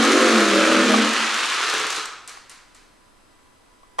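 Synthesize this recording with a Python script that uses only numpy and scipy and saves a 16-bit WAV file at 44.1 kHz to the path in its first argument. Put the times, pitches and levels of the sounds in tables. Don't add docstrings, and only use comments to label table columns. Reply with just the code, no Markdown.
import sys
import numpy as np
from scipy import signal
from scipy.fft import rfft, irfft
from scipy.io import wavfile

SR = 44100
rng = np.random.default_rng(int(sys.argv[2]) if len(sys.argv) > 2 else 0)


def persist_wave(psi):
    counts = np.round(np.clip(psi, -1, 1) * 32767).astype(np.int16)
    wavfile.write(sys.argv[1], SR, np.atleast_2d(counts).T)


N = 176400

# time in seconds, level in dB.
AXLE_LEVEL = [(0, -24.5), (.55, -25.5), (1.0, -28), (1.14, -29), (1.3, -29.5), (1.75, -28.5), (1.87, -32.5),
              (1.97, -30), (2.03, -37), (2.12, -67), (2.25, -85)]
# frequency in Hz, relative level in dB.
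CLICK_EQ = [(120, -27), (400, 2.5), (1300, 7), (3000, -4), (6000, 9), (8000, 7.5), (10000, 0),
            (12000, -7.5), (14500, -28)]
# frequency in Hz, left-right likeness (1 is mono).
ROOM_LIKENESS = [(100, 0.59), (500, 0.91), (1400, 0.98), (3000, 0.91), (5500, 0.81), (9000, 0.37),
                 (13000, 0.32)]
BUMPS_PER_S, BUMP_SPREAD_DB = 1500, 2


def amp(db):
    return 10 ** (np.asarray(db) / 20)


def unit(x):
    return x / np.sqrt(np.mean(x ** 2) + 1e-20)


def read(points, hz):
    f, value = np.transpose(points)
    return np.interp(np.log(hz + 1), np.log(f + 1), value)


def curve(rows, column=1):
    rows = np.array(rows)
    return np.interp(np.arange(N) / SR, rows[:, 0], rows[:, column])


def add(mix, start_s, sound):
    part = mix[max(round(start_s * SR), 0):][:len(sound)]
    part += sound[:len(part)]


def colour(x, eq):
    log_gain = np.log(amp(read(eq, abs(np.fft.fftfreq(4096, 1 / SR)))))
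    taps = np.fft.ifft(np.exp(np.conj(signal.hilbert(log_gain)))).real[:2048]
    return signal.fftconvolve(x, taps / np.linalg.norm(taps))[:N]


def wander(hz):
    f = np.fft.rfftfreq(N, 1 / SR)
    return unit(irfft(rfft(rng.standard_normal(N)) * (f > 0) / (1 + (f / hz) ** 4), N))


def impacts(per_s, spread_db):
    size = amp(spread_db * np.minimum(rng.exponential(1, N), 3))
    return unit(size * rng.choice([-1, 1], N) * (rng.random(N) < per_s / SR))


def pair(a, b, likeness):
    alike = np.clip(read(likeness, np.fft.rfftfreq(len(a), 1 / SR)), -1, 1)
    mid, side = rfft(a) * np.sqrt((1 + alike) / 2), rfft(b) * np.sqrt((1 - alike) / 2)
    return irfft([mid + side, mid - side], len(a))


def room(x):
    # frequency in Hz, seconds to fall 60 dB.
    reverb_times = [(200, 0.99), (800, 1), (2000, 0.84), (5500, 0.72), (12000, 0.4)]
    noise = rng.standard_normal((2, SR)) * (np.arange(SR) > .004 * SR)
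    hz, t, bands = signal.stft(noise, SR, nperseg=256)
    decay = amp(-60 * t / read(reverb_times, hz)[:, None])
    tails = signal.istft(bands * decay, SR, nperseg=256)[1][:, :SR]
    stereo_tail = pair(*tails, ROOM_LIKENESS)
    return signal.fftconvolve(x[None], stereo_tail / np.linalg.norm(stereo_tail[0]), axes=1)


def in_room(x, wet_db):
    return x + amp(wet_db) * room(x)[:, :N]


def snaps(hits, eq, decay_s, scatter, tick=1):
    out, t = np.zeros(N), np.arange(SR // 10) / SR
    for start_s, db in hits:
        burst = tick * (t == 0) + scatter * rng.standard_normal(len(t)) * np.exp(-t / decay_s)
        add(out, start_s, amp(db) * burst)
    return colour(out, eq)


def struck(hits, modes, attack_s=0.0011):
    out, t = np.zeros((2, N)), np.arange(SR // 2) / SR
    attack = 1 - np.exp(-(t / attack_s) ** 2)
    for channel, side in zip(out, (-.5, .5)):
        ring = sum(amp(db - 60 * t / t60) * np.sin(2 * np.pi * hz * t + side * gap)
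                   for hz, db, t60, gap in modes)
        for start_s, level_db in hits:
            add(channel, start_s, amp(level_db) * attack * ring)
    return out


def ringing(hz, flutter_db=2.5):
    phase = 2 * np.pi * (np.cumsum(hz * np.ones(N)) / SR + rng.random()) + .3 * wander(hz=8)
    return unit(amp(flutter_db * np.tanh(wander(hz=12))) * np.sin(phase))


def room_tone():
    # frequency in Hz, relative level in dB.
    bed_eq = [(15, 10.5), (30, 18), (48, -1), (70, 7), (150, 2), (210, 2.5), (270, 8), (380, 4), (750, 1),
              (1050, 4), (2000, -4.5), (4000, -9.5), (7000, -14), (8500, -12), (11700, -16.5), (12500, -26),
              (15500, -31)]
    # frequency in Hz, left-right likeness.
    bed_likeness = [(30, 0.41), (200, 0.056), (1000, 0.033), (2000, 0.33), (7000, 0.097), (12000, .1)]
    return amp(-55.5) * pair(*[colour(rng.standard_normal(N), bed_eq) for side in range(2)], bed_likeness)


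def camera_whine(hum_hz=996, buzz_hz=99.87):
    # time in seconds, level in dB.
    hum_level = [(2.4, -67), (2.68, -62), (3.0, -67), (3.16, -62), (3.22, -76), (3.33, -70), (3.44, -60),
                 (3.6, -73), (3.72, -63.5)]
    # frequency in Hz, level in dB.
    whine_tones = [(2697, -81), (3112, -79), (3295, -81), (3596, -81), (3898, -77), (4194, -80),
                   (4797, -79), (4888, -79), (5093, -77), (5873, -82), (6293, -79), (7854, -78),
                   (7881, -78), (8280, -84), (8446, -83), (9292, -84), (9593, -82), (10051, -86),
                   (10632, -85)]
    t = np.arange(N) / SR
    hum_phase = 2 * np.pi * hum_hz * t
    hum = amp(curve(hum_level) + 2 * wander(hz=12)) * np.sin(hum_phase + .5 * wander(hz=14))
    octave = amp(-74 + 3.5 * wander(hz=5)) * np.sin(2 * hum_phase + wander(hz=10))
    whine = sum(amp(db + 1.5 * wander(hz=3.4)) * np.sin(2 * np.pi * (hz * t + rng.random()))
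                for hz, db in whine_tones)
    cycles = buzz_hz * t + .002 * wander(hz=6)
    buzz = sum(amp(-93 + 4 * rng.standard_normal()) * np.sin(2 * np.pi * (k * cycles + rng.random()))
               for k in range(20, 118))
    return hum + octave + whine + buzz


def camera_knocks():
    # start in seconds, relative level in dB.
    knocks = [(.9405, -16.5), (2.371, -42), (3.832, -52), (3.9845, -28.5), (3.9882, -30), (3.9903, -18)]
    # frequency in Hz, relative level in dB, seconds to fall 60 dB, phase gap in radians.
    case_modes = [(566, -18, 0.079, .3), (774, 2.5, 0.027, 0.66), (1127, 10.5, 0.05, 2.23),
                  (1904, -4, 0.018, 0.68), (2270, -6.5, 0.025, 0.81), (3270, -3.5, 0.014, 1.1),
                  (5730, -8, 0.011, 1)]
    # frequency in Hz, relative level in dB.
    crack_eq = [(100, -35), (300, -13), (800, 9), (1500, -6), (4500, -11), (9000, -13.5), (12000, -19),
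                (14000, -43)]
    cracks = [snaps(knocks, crack_eq, decay_s=0.0025, scatter=0.27) for side in range(2)]
    return struck(knocks, case_modes) + amp(7.5) * pair(*cracks, ROOM_LIKENESS)


def far_clacks(bounce_s=0.018, bounce_db=-6, decay_s=.0045, dry_db=-5.5):
    # start in seconds, relative level in dB.
    clacks = [(2.276, -5.5), (2.496, -11), (2.747, -19)]
    # frequency in Hz, relative level in dB.
    burst_eq = [(200, -24), (800, -15), (2000, 1), (4500, -1), (8000, 10), (10000, 2), (12000, -10),
                (14500, -22)]
    answer_eq = [(200, -15.5), (700, -2), (1350, 7), (2200, 5.5), (3300, 1), (4300, 4), (5400, 1),
                 (7200, 1), (10000, -2.5), (12000, -13), (14500, -26)]
    bounces = [(start_s + bounce_s, db + bounce_db) for start_s, db in clacks]
    direct = snaps(list(clacks) + bounces, burst_eq, decay_s, scatter=.1, tick=.2)
    answer = sum(room(snaps([clack], answer_eq, decay_s, scatter=0))[:, :N] for clack in clacks)
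    return amp(dry_db) * direct + answer


def joints_and_gate():
    # start in seconds, relative level in dB.
    click_hits = [(.038, -6), (.120, -8), (.132, -8), (.209, -9), (.405, -9), (.730, -10), (1.135, -9),
                  (1.343, -9), (1.457, -11), (1.500, -10.5), (1.698, -5), (1.738, -5.5), (1.798, -9),
                  (1.867, -8.5), (1.904, -6.5), (1.928, -12), (1.965, -11.5), (2.056, -11)]
    thud_hits = [(1.737, -1.5), (1.762, -4), (1.802, -1), (1.85, -2.5), (1.975, -5.5)]
    # frequency in Hz, relative level in dB, seconds to fall 60 dB, phase gap in radians.
    gate_modes = [(196, -12, 0.16, .1), (322, 2, 0.075, 0.12), (430, 3, 0.23, 0.094),
                  (505, 1.5, 0.12, 0.11)]
    clicks = snaps(click_hits, CLICK_EQ, decay_s=.003, scatter=.17, tick=.3)
    return in_room(clicks, wet_db=-3) + amp(-32) * struck(thud_hits, gate_modes)


def track(bumps, swell_db=12, rise_per_s=.04):
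    # frequency in Hz, relative level in dB, peak time in seconds, swell length in seconds.
    track_modes = [(248.7, -11.5, .92, 0.22), (280, -11.5, 0.092, 0.18), (302, -9, 1.05, 0.076),
                   (321.2, -9, .64, 0.17), (326.8, -13, .17, 0.14), (336, -20, .89, 0.15),
                   (341.5, -12, 0.363, .22), (381.4, -13.5, 0.2, 0.16), (408, -13.5, .56, 0.11),
                   (431, -19, 0.305, 0.41), (451, -12.5, 0.42, 0.023), (468, -15, 0.96, 0.18),
                   (476, -20.5, .25, 0.26), (516.4, -11.5, 0.212, 0.16), (531, -16, .62, 0.14),
                   (572, -13.5, .59, 0.096), (570, -12, 0.7, 0.1), (613, -20.5, .66, 0.13),
                   (618, -24.5, 0.216, 0.39), (633, -14, 0.93, 0.035), (683.5, -21.5, .45, 0.12),
                   (710, -21, 0.238, 0.11), (747, -20.5, 0.023, 0.062)]
    # time in seconds, level in dB, frequency in Hz.
    lowest_mode = [(0, -22, 230), (.13, -30, 238), (.28, -29, 232), (.36, -18.5, 223), (.44, -30, 211),
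                   (.53, -29, 201), (.66, -35, 201), (.8, -28, 208), (1.0, -21.5, 219), (1.12, -35, 219),
                   (1.25, -43, 219), (1.5, -63, 219), (2.1, -80, 219)]
    # time in seconds, level in dB.
    drum_level = [(0, -12.5), (.5, -13), (.8, -12.5), (1.03, -15), (1.13, -28), (1.25, -48), (1.5, -61),
                  (2.2, -63)]
    # frequency in Hz, relative level in dB.
    thump_eq = [(120, -77.5), (175, -77), (215, 4), (250, -0.5), (340, -2), (560, -1), (720, -7.5),
                (1000, -24.5), (2000, -71)]
    ring = np.zeros(N)
    for hz, db, peak_s, swell_s in track_modes:
        from_peak = np.arange(N) / SR - peak_s
        swell = amp(db - swell_db * (np.hypot(1, from_peak / swell_s) - 1))
        ring += swell * ringing(hz * (1 + rise_per_s * from_peak))
    lowest = amp(curve(lowest_mode)) * ringing(curve(lowest_mode, column=2))
    fader = amp(curve(drum_level))
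    thump = amp(-16.5) * fader * colour(bumps, thump_eq)
    return in_room(thump, wet_db=-1.5) + fader * ring + lowest


def loose_wheels(ticks_per_s=110, decay_s=.0015):
    t = np.arange(SR // 50) / SR
    bursts = [rng.standard_normal(len(t)) * np.exp(-t / decay_s) for wheel in range(8)]
    ticks = sum(signal.fftconvolve(impacts(ticks_per_s / len(bursts), spread_db=2), burst)[:N]
                for burst in bursts)
    return amp(curve(AXLE_LEVEL) - 12) * unit(colour(ticks, CLICK_EQ))


def wheel_rattle(bumps):
    # frequency in Hz, relative level in dB.
    early_eq = [(120, -71), (220, -11), (320, -11), (430, 2.5), (620, -7.5), (900, -5), (1260, 6.5),
                (1700, 2), (2100, -1), (2700, -0.5), (3700, -3), (5000, -21), (9000, -25.5), (14000, -83.5)]
    late_eq = [(120, -49.5), (220, -22.5), (320, -9.5), (425, -7.5), (600, -13.5), (900, -5.5), (1260, 3),
               (1700, 0.5), (2100, -2), (2700, -1), (3700, -4), (5000, -17), (9000, -24), (14000, -72.5)]
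    late = np.interp(np.arange(N) / SR, [0.4, 1], [0, 1])
    return (1 - late) * colour(bumps, early_eq) + late * colour(bumps, late_eq)


def moving_in_room(direct, wet_db, morph_hz=1.135):
    lead = SR // 2
    run = np.r_[direct[0, :lead][::-1], direct.mean(0)]
    angle = 2 * np.pi * morph_hz * np.arange(len(run)) / SR
    tail = room(run * np.cos(angle)) + room(run * np.sin(angle))
    return (direct + amp(wet_db) * tail[:, lead:lead + N]) / np.hypot(1, amp(wet_db))


def wheels(bumps, grit_per_s=4600, grit_spread_db=1.5):
    # time in seconds, level in dB.
    rattle_level = [(0, -18.5), (.35, -19.5), (.6, -18.5), (1.0, -21.5), (1.3, -23), (1.78, -23.5),
                    (1.88, -28), (1.98, -29), (2.04, -36.5), (2.12, -45.5), (2.25, -109)]
    # frequency in Hz, relative level in dB.
    axle_eq = [(800, -23), (2500, -0.5), (4000, 8.5), (5200, 2.5), (6800, 0.5), (8000, -6), (9500, -5),
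               (11500, -15), (13000, -27), (14500, -75)]
    grit = unit(impacts(grit_per_s, grit_spread_db) + 0.66 * bumps)
    flicker = unit(amp(1.5 * np.tanh(wander(hz=49.7))))
    side_bumps = impacts(BUMPS_PER_S, BUMP_SPREAD_DB)
    side_grit = impacts(grit_per_s, grit_spread_db)
    rattle = pair(wheel_rattle(bumps), wheel_rattle(side_bumps), ROOM_LIKENESS)
    fizz = pair(colour(grit, axle_eq), colour(side_grit, axle_eq), ROOM_LIKENESS)
    direct = rattle * amp(curve(rattle_level)) + fizz * amp(curve(AXLE_LEVEL)) * flicker
    return moving_in_room(direct, wet_db=-4)


def scene():
    bumps = impacts(BUMPS_PER_S, BUMP_SPREAD_DB)
    jolts = amp(1.5 * np.tanh(wander(hz=46)))
    bumps = unit(bumps * jolts)
    race = joints_and_gate() + wheels(bumps) + loose_wheels() + track(bumps)
    return race + far_clacks() + camera_knocks() + room_tone() + camera_whine()


def record(dry):
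    lowpass = signal.firwin(255, 14300, window=("kaiser", 8), fs=SR)
    return signal.oaconvolve(dry, lowpass[None], "same")


dry = scene()
out = record(dry)
persist_wave(out)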